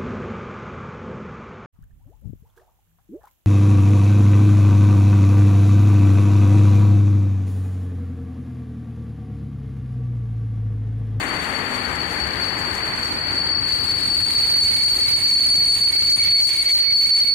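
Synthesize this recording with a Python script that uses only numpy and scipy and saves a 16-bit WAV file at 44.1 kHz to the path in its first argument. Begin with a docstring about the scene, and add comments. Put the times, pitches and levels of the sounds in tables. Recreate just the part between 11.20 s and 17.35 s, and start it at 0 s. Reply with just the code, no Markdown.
"""Train brakes squeal into a station, heard from an open carriage window.
Stick and slip sing one brake mode near 4.5 kHz: scattered and ragged at speed, then a loud, steadier
whistle with overtones and a buzz an octave below. The brakes also hiss, scrape, tick and rasp.
Underneath, air buffets the window, the bogies hum and knock, and rumble and rolling roar fade as the
train slows. A fast limiter holds the squeal down."""
import sys
import numpy as np
from scipy import signal
from scipy.fft import rfft, irfft
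from scipy.io import wavfile
from scipy.ndimage import uniform_filter1d, minimum_filter1d

SR = 44100
rng = np.random.default_rng(int(sys.argv[2]) if len(sys.argv) > 2 else 0)


def inscribe(sig):
    """Save sig as 16-bit PCM at rate SR to the path in sys.argv[1].

    A 1-D sig is mono; a 2-D sig holds one channel per row.
    Samples are clipped to [-1, 1] before scaling.
    """
    pcm = np.round(np.clip(np.atleast_2d(sig).T, -1, 1) * 32767)
    wavfile.write(sys.argv[1], SR, pcm.astype(np.int16))


N = 271052
T = np.arange(N) / SR

# how hard the brakes bite: t/s, bite/0-1
BRAKE_BITE = [(0, 0), (1.6, 0.44), (2.0, 0.46), (2.38, 0.53), (2.6, 0.87), (3.2, 1), (6.15, 0.82)]


def gain_of(db):
    """Decibels to gain."""
    return 10 ** (np.asarray(db) / 20)


def unit_rms(x):
    """Scales a signal to unit rms."""
    return x / np.sqrt(np.mean(abs(x) ** 2) + 1e-20)


def curves(rows):
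    """Automation lanes: one per column, in straight lines between the times."""
    times, *columns = np.transpose(rows)
    return np.array([np.interp(T, times, column) for column in columns])


def eq_curves(rows, hz):
    """EQ curves: one per column, joined on a log-frequency axis."""
    points_hz, *columns = np.transpose(rows)
    return np.array([np.interp(np.log(hz + 1), np.log(points_hz), column) for column in columns])


def plateaus(rows):
    """Brief rises or dips with rounded shoulders: one lane per column of heights."""
    return sum(np.array(heights)[:, None] / (1 + (2 * (T - centre) / length) ** 4)
               for centre, length, *heights in rows)


def wander(rate_hz):
    """Random modulation of unit rms, up to about the given rate."""
    hz = np.fft.rfftfreq(N, 1 / SR)
    return unit_rms(irfft(rfft(rng.standard_normal(N)) / (1 + (hz / rate_hz) ** 4), N))


def noise(eq, band_hz, left_lag_s=0.0002):
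    """Coloured stereo noise with unit power in the band, reaching the left a little later."""
    # likeness of the two sides, narrow bass and wide treble: f/Hz, coherence/0-1
    likeness = [(60, 0.78), (130, 0.9), (300, 0.85), (620, 1), (1300, 0.21), (2500, 0.075), (6000, .02)]
    hz = np.fft.rfftfreq(N, 1 / SR)
    common, separate = rfft(rng.standard_normal((2, N)))
    coherence = eq_curves(likeness, hz)[0]
    left = common * np.exp(-2j * np.pi * hz * left_lag_s)
    right = coherence * common + np.sqrt(1 - coherence ** 2) * separate
    low_cut = hz / (hz + 10)
    spectrum = np.array([left, right]) * gain_of(eq_curves(eq, hz)) * low_cut
    in_band = (hz > band_hz[0]) & (hz < band_hz[1])
    return irfft(spectrum, N) / np.std(irfft(spectrum * in_band, N))


def bursts(hits, eq, band_hz, attack_s):
    """Noise hits with a quick attack and an exponential decay."""
    envelope = np.zeros(N)
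    for start, db, decay_s in hits:
        age = np.maximum(T - start, 0)
        envelope += gain_of(db) * (1 - np.exp(-age / attack_s)) * np.exp(-age / decay_s)
    return envelope * noise(eq, band_hz)


def ringing(x, modes):
    """What a sound stirs up in a set of resonances."""
    return sum(gain_of(db) * signal.lfilter(*signal.iirpeak(hz, hz / width, SR), x)
               for hz, width, db in modes)


def echo_field(spread_hz, size=65536, oversample=64):
    """Many shifting echoes of one tone add to a random phasor; more spread turns it faster."""
    f = np.fft.fftfreq(size, 1 / oversample)
    white = rng.standard_normal((size, 2)) @ [1, 1j]
    field = unit_rms(np.fft.ifft(np.fft.fft(white) * np.exp(-abs(f) ** 1.19)))
    position = np.cumsum(spread_hz) * 2 * oversample / SR
    return np.interp(position, np.arange(size), field, period=size)


def wheel_swell(per_turn, peak_at_turn, grazing_db, biting_db):
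    """Tremolo in dB: the slowing wheels, slightly out of round, press on the brakes in a cycle."""
    turns_per_s, slowing_turns_per_s2 = 1.59, 0.03
    turns = turns_per_s * T - slowing_turns_per_s2 * T ** 2 / 2
    depth_db = grazing_db + (biting_db - grazing_db) * curves(BRAKE_BITE)[0]
    return depth_db * np.cos(2 * np.pi * per_turn * (turns - peak_at_turn))


def window_air():
    """Air buffets the open window: a steady, deep bed."""
    # buffeting EQ: f/Hz, left/dB, right/dB
    air_eq = [(15, -4, -10), (40, 12, 2), (68, 10, -2), (125, -18, -24), (180, -7, -15),
              (240, -28, -40), (800, -35, -40)]
    return gain_of(-54) * noise(air_eq, band_hz=(35, 150))


def bogie_hum():
    """A low hum under the carriage sinks and fades, left of centre."""
    # hum glide: t/s, f/Hz, level/dB
    glide = [(0, 277, -42), (.2, 268, -38.5), (.4, 254.5, -42), (.55, 252.6, -34), (.75, 251, -41.5),
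             (.95, 248, -60), (1.6, 230, -82)]
    hz, level_db = curves(glide)
    phase = 2 * np.pi * np.cumsum(hz + 4 * wander(rate_hz=6.4)) / SR
    return np.sqrt(2) * gain_of(level_db + [[0], [-7]]) * np.sin(phase)


def bogie_knocks():
    """The running gear gives a few soft knocks."""
    # knocks: t/s, level/dB, decay/s
    knocks = [(2.85, -34, 0.052), (4.38, -34, 0.045), (5.06, -32, 0.052)]
    # dull thud EQ: f/Hz, left/dB, right/dB
    knock_eq = [(30, -25, -28), (70, -11, -12), (120, 3, -19), (190, -6, -13), (450, -26, -28),
                (1200, -55, -55)]
    return bursts(knocks, knock_eq, band_hz=(35, 200), attack_s=0.0008)


def bogie_rumble():
    """The running gear rumbles, dying away as the train slows."""
    # rumble fade: t/s, level/dB
    fade = [(0, -38), (2.2, -37.5), (3.6, -39.5), (5.05, -41), (5.25, -45.5), (6.15, -47)]
    # rumble EQ: f/Hz, left/dB, right/dB
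    rumble_eq = [(17.97, -30, -34), (35, -34, -25), (50.3, -4.5, -7.5), (69.4, 4, -2.5), (111, -0.5, -2.5),
                 (143, -4.5, -12.5), (223, -8, -14.5), (280, -5.5, -10), (440, -10.5, -19),
                 (576, -48, -24.5), (1500, -54, -59)]
    return noise(rumble_eq, band_hz=(35, 150)) * gain_of(curves(fade) + 1.15 * wander(rate_hz=40))


def rolling_roar():
    """Wheels roar on the rails and set the metal ringing, fading as the train slows."""
    # roar fade: t/s, level/dB
    fade = [(0, -29.5), (1.5, -31.5), (2.7, -37), (4.5, -44), (6.15, -50)]
    # roar EQ: f/Hz, left/dB, right/dB
    roar_eq = [(90, -36, -40), (163, -4, -7.5), (258, -6, -12), (387, -6, -11.5), (546, -6, -13.5),
               (750, -6, -13.5), (787, -3.5, -11.5), (965, -3.5, -13.5), (1330, -3, -14), (1510, -1, -17.5),
               (2070, -0.5, -20.5), (2490, -7, -24), (3320, -13.5, -22.5), (5840, -41, -52)]
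    # wheel and bogie frame resonances: f/Hz, width/Hz, gain/dB
    modes = [(300, 24, -3.5), (826, 31, -11), (1083, 31, -10.5), (1916, 45, -20)]
    roar = noise(roar_eq, band_hz=(500, 1600)) * gain_of(curves(fade) + 0.5 * wander(rate_hz=10.4))
    return roar + ringing(roar, modes)


def hiss_level_db():
    """Level of the brake hiss: it swells twice a wheel turn, with a few brief dips."""
    # hiss ride: t/s, level/dB
    ride = [(0, -45), (1, -48.5), (1.9, -46.5), (2.36, -49), (2.52, -43), (3.3, -39.5), (4.6, -41),
            (5.5, -41), (6.15, -44.5)]
    # brief dips in the hiss and one lift; the last two duck under loud surges of the squeal:
    # centre/s, length/s, gain/dB
    dips = [(.7, 0.051, -1), (1.06, .08, 2), (2.04, 0.06, -3), (2.36, 0.1, -3.5), (2.75, 0.055, -2),
            (5.68, 0.12, -9.5), (6.13, 0.045, -5.5)]
    swell_db = wheel_swell(per_turn=2, peak_at_turn=0.43, grazing_db=1.6, biting_db=0.36)
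    return curves(ride)[0] + swell_db + plateaus(dips)


def brake_hiss():
    """Friction hiss: thin while the brakes graze, broad and gritty once they bite."""
    # grazing EQ: f/Hz, left/dB, right/dB
    grazing_eq = [(800, -23, -5), (2500, 4, -7.5), (4100, -0.5, -4), (5200, -14, -23), (5870, -6, -2.5),
                  (6750, -7, -11.5), (7440, -7, 4), (8170, -25, -4.5), (8700, -10, 0.5), (10000, -19, -9),
                  (11100, -14, -10), (12400, -24, -14), (13800, -10, -24)]
    # biting EQ: f/Hz, left/dB, right/dB
    biting_eq = [(400.9, -33, -15.5), (850, -13.5, -11.5), (1400, -17.5, -15.5), (1988.9, 2, -13.5),
                 (2760, -2, -14), (3450, -6, -10), (4140, 2.5, 2), (5024, -4.5, -0.5), (5340, -37.5, -37),
                 (6340, -10.5, -14), (7570, -15.5, -9.5), (9100, -5.5, -3.5), (10140, -18, -14),
                 (12500, -13, -18.5), (14000, -20, -23)]
    treble_hz = (7000, 13000)
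    bite = curves(BRAKE_BITE)
    grazing_flicker_db = 2 * wander(rate_hz=22)
    biting_flicker_db = 1.6 * wander(rate_hz=55)
    grazing = np.sqrt(1 - bite) * noise(grazing_eq, treble_hz) * gain_of(2.5 + grazing_flicker_db)
    biting = np.sqrt(bite) * noise(biting_eq, treble_hz) * gain_of(2 + biting_flicker_db)
    return (grazing + biting) * gain_of(hiss_level_db())


def brake_scrapes():
    """A brake catches in short, harsh scrapes."""
    # scrapes: t/s, level/dB, decay/s
    catches = [(.745, -45, .026), (.91, -41, 0.054), (1.375, -38, 0.05), (1.535, -40, 0.045),
               (1.838, -40, .03), (3.42, -32, .035), (4.085, -31, 0.03), (4.345, -34, 0.032),
               (4.89, -30, 0.038), (5.268, -30, .04), (5.8, -35, 0.064)]
    # harsh treble EQ: f/Hz, left/dB, right/dB
    scrape_eq = [(1200, -30, -24), (3000, -18, -19), (5250, -6, -4), (6500, -2, 0), (8060, -9, 3),
                 (10300, -13, -3), (14000, -4, -17)]
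    return bursts(catches, scrape_eq, band_hz=(3000, 13000), attack_s=0.0053)


def brake_ticks():
    """Metal ticks sharply on metal in the first two seconds."""
    # ticks: t/s, level/dB, decay/s
    ticks = [(.078, -41, .005), (.7525, -34, 0.008), (1.073, -37, .005), (1.393, -47, 0.0047),
             (1.5528, -22.5, 0.0015), (1.5575, -36, .002), (1.856, -32, 0.004)]
    # bright click EQ: f/Hz, left/dB, right/dB
    tick_eq = [(1200, -25, -25), (3500, -5, -14), (5200, 7, -1), (6500, -5, -2), (7800, -4, 5),
               (10400, -10, -7), (14000, -12, -18)]
    return bursts(ticks, tick_eq, band_hz=(3000, 13000), attack_s=0.0002)


def brake_rasp():
    """Near the stop the brakes rasp in short, gritty surges that set the metal ringing."""
    # rasps: centre/s, length/s, level/dB
    rasps = [(4.6, .06, -60), (5.07, 0.11, -40.5), (5.19, 0.044, -41), (5.315, 0.062, -41),
             (5.41, .06, -45), (5.5, .04, -38), (5.634, 0.075, -45.5), (5.725, 0.046, -44),
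             (5.83, 0.066, -47), (5.995, 0.056, -44)]
    # rasp EQ: f/Hz, left/dB, right/dB
    rasp_eq = [(900, -18, -28), (1500, -16, -18), (2080, 7.5, -10), (2700, -1.5, -11), (3600, -4.5, -13),
               (4300, -14, -12), (5600, -9, -7), (7000, -18, -28), (11000, -30, -40)]
    # metal resonances: f/Hz, width/Hz, gain/dB
    modes = [(3420, 32, 6), (3600, 41, 5)]
    grit = noise(rasp_eq, band_hz=(2600, 3900)) * gain_of(2.5 * wander(rate_hz=110))
    grit *= plateaus([(centre, length, gain_of(db)) for centre, length, db in rasps])
    return grit + ringing(grit, modes)


def brake_squeal():
    """Stick and slip sing one mode of the brake; it arrives directly and by many moving paths."""
    # squeal pitch, settling as the train slows: t/s, f/Hz
    pitch = [(0, 4484), (.5, 4481), (1.0, 4493), (2.2, 4483), (3.1, 4468), (3.5, 4458), (3.8, 4465),
             (4.25, 4455), (4.7, 4464), (5.0, 4454), (5.19, 4440), (5.33, 4454), (5.7, 4450), (5.84, 4459),
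             (6.15, 4448)]
    # echoes, settling with it: t/s, spread/Hz, scattered share/0-1
    echoes = [(0, 46.6, 0.83), (2.7, 40.6, 0.98), (3.6, 29, 0.82), (4.2, 26.3, 0.79), (4.9, 24, 0.71),
              (5.6, 19.6, 0.48), (6.15, 17.2, 0.45)]
    waver_hz, right_lead_rad = 6, 0.65  # the squeal reaches the right side first
    spread_hz, echo_share = curves(echoes)
    phase = 2 * np.pi * np.cumsum(curves(pitch)[0] + waver_hz * wander(rate_hz=8.77)) / SR

    def partial(multiple, level_db, scattered, widen=1, swirl=0):
        """One partial with its own echoes on each side; swirl turns the right against the left."""
        shares = np.clip(scattered, 0, 1) * np.ones((2, N))
        left, right = (np.sqrt(1 - s) + np.sqrt(s) * echo_field(spread_hz * widen) for s in shares)
        right = (1 - swirl) * right * np.exp(1j * right_lead_rad) + swirl * left
        right *= np.exp(1j * np.pi * swirl)
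        tone = (np.array([left, right]) * np.exp(1j * multiple * phase)).real
        return np.sqrt(2) * gain_of(level_db) * tone

    # main tone ride: t/s, left/dB, right/dB
    ride = [(0, -30, -37), (1.1, -24, -34.5), (1.8, -25.5, -26.5), (2.2, -21.5, -24.5), (2.8, -18, -25),
            (3.4, -14.5, -16), (4.6, -12.5, -12.5), (5.3, -17.5, -14), (6.15, -15, -15.5)]
    # the squeal locks into a loud, pure whistle: centre/s, length/s, left/dB, right/dB
    surges = [(1.02, 0.054, 4.5, 5), (1.24, 0.097, 3.5, 3), (1.66, 0.041, 2.5, 3), (2.19, 0.025, 6.5, 2.5),
              (2.33, 0.054, 2, 0.5), (2.51, 0.11, 2.5, 4.5), (2.93, 0.041, 2.5, 3), (3.005, 0.013, -1, 3),
              (3.94, 0.033, 2, 5), (4.34, 0.023, 0, 0), (4.77, 0.017, 5, 9), (4.935, 0.046, 8, 2),
              (5.15, 0.06, 10, 5), (5.245, 0.05, 13, 0), (5.39, 0.02, 4, 2), (5.468, .016, 1, 3),
              (5.53, 0.039, 8, 4), (5.67, 0.068, -7, 8), (5.77, 0.078, 6.5, 1.5), (5.93, 0.043, 4.5, 2.5),
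              (6.11, 0.037, -1.5, 6)]
    # brief dropouts, mostly on one side: centre/s, length/s, left/dB, right/dB
    dropouts = [(.045, 0.017, -21, -10), (1.55, 0.058, -2, -7), (1.75, 0.04, -6, -1),
                (2.42, 0.031, -2.5, -2), (2.61, 0.012, 3, -2), (3.04, 0.047, 0.5, -6),
                (3.335, 0.015, -11, 3), (3.78, .015, -12, -6), (4.0, 0.047, -13, -7),
                (4.595, 0.036, -13, -7), (4.718, 0.015, -15, -17), (4.975, 0.023, -6, -27),
                (5.07, 0.059, -0.5, 3.5), (5.28, 0.022, 5, -16), (5.315, 0.029, -1, 3),
                (6.06, 0.018, -25, 8)]
    # shifting echoes put the two sides out of step: centre/s, length/s, depth/0-1
    swirls = [(2.42, .03, 1), (4.27, .02, .85), (4.907, .016, .82), (5.013, .024, .78), (5.213, .016, .78),
              (5.441, .03, .8), (5.561, .021, 1), (5.59, .02, .8), (5.63, .05, .5), (5.858, .022, .75),
              (6.014, .028, .8)]
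    swell_db = wheel_swell(per_turn=3, peak_at_turn=0.29, grazing_db=1.4, biting_db=0.2)
    surge_db = plateaus(surges)
    main_db = curves(ride) + swell_db + surge_db
    stutter_db = -0.9 * (1 - curves(BRAKE_BITE)) * wander(rate_hz=37)
    main_share = echo_share * gain_of(-0.95 * surge_db)  # the stronger the surge, the purer the tone
    swirl = np.clip(plateaus(swirls)[0], 0, 1)
    squeal = partial(1, main_db + stutter_db + plateaus(dropouts), main_share, swirl=swirl)

    # a buzz an octave down sets in late, as strong and weak slips alternate: t/s, level/dB
    buzz_ride = [(2.4, -84), (3.4, -42.5), (4.6, -42), (5.1, -39), (6.15, -44)]
    # flare-ups of the buzz: centre/s, length/s, gain/dB
    chatters = [(3.87, 0.092, 6), (4.02, 0.14, 4), (4.73, .07, 5), (4.83, .04, 5), (5.012, 0.032, 12),
                (5.065, 0.042, 6), (5.16, 0.017, 10), (5.203, 0.026, 8), (5.34, 0.026, 2.5), (5.41, .06, 6),
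                (5.495, 0.049, 10), (5.705, 0.07, 6.5), (5.86, 0.026, 8), (6.08, 0.07, 8.5)]
    # overtones ride on the hiss and grow as the train slows: t/s, level over hiss/dB
    overtone_ride = [(0, -4.5), (2.4, -21), (3.2, 0.5), (4.6, 6), (5.0, 7.5), (5.5, 4), (6.15, 4.5)]
    # the top overtone comes in late and follows the main tone: t/s, gain/dB
    top_ride = [(2.4, -28), (3.2, 0), (4.6, -3.5), (5.3, -2), (6.15, -3)]
    buzz_db = curves(buzz_ride) + plateaus(chatters) + 1.7 * wander(rate_hz=8.1)
    overtone_db = hiss_level_db() + curves(overtone_ride) + 2.04 * wander(rate_hz=26)
    top_db = main_db + curves(top_ride) + 1.5 * wander(rate_hz=15)

    # ragged partials of these three layers: f/pitch, left/dB, right/dB, spread/factor
    buzz = [(1 / 2, 4.1, -8, 1.3)]
    overtones = [(3 / 2, -20, -5, 1.8), (2, -14.5, 4, 1.72)]
    top = [(3, -29, -39, 1.6)]
    for layer_db, partials in ((buzz_db, buzz), (overtone_db, overtones), (top_db, top)):
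        for multiple, left_db, right_db, widen in partials:
            squeal += partial(multiple, layer_db + [[left_db], [right_db]], scattered=0.96, widen=widen)

    # a higher mode chirps thinly while the brakes graze: centre/s, length/s, left/dB, right/dB
    chirps = [(.733, .012, -50, -39), (.764, .014, -50, -42), (1.396, .025, -50, -40),
              (1.58, .03, -50, -44)]
    chirp_gain = plateaus([(centre, length, *gain_of(sides_db)) for centre, length, *sides_db in chirps])
    return squeal + chirp_gain * partial(multiple=1.685, level_db=0, scattered=0.66)


def scene():
    """The brakes over the running gear, heard at the window."""
    return (brake_squeal() + bogie_rumble() + rolling_roar() + bogie_hum() + window_air()
            + brake_hiss() + brake_rasp() + brake_scrapes() + brake_ticks() + bogie_knocks())


def record(dry, ceiling_db=-11.0, release_db_per_s=700, high_cut_hz=14250):
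    """A fast limiter on each side flattens the squeal and ducks the rest with it; then a high cut."""
    peak = -minimum_filter1d(-abs(dry), size=60, axis=1)
    over_db = np.maximum(20 * np.log10(peak + 1e-9) - ceiling_db, 0)
    release_db = T * release_db_per_s
    reduction_db = np.maximum.accumulate(over_db + release_db, axis=1) - release_db
    limited = dry / gain_of(uniform_filter1d(reduction_db, size=90, axis=1))
    low_pass = signal.firwin(511, high_cut_hz, window=("kaiser", 9), fs=SR)
    return signal.oaconvolve(limited, low_pass[None], "same", axes=1)


dry = scene()
out = record(dry)
inscribe(out)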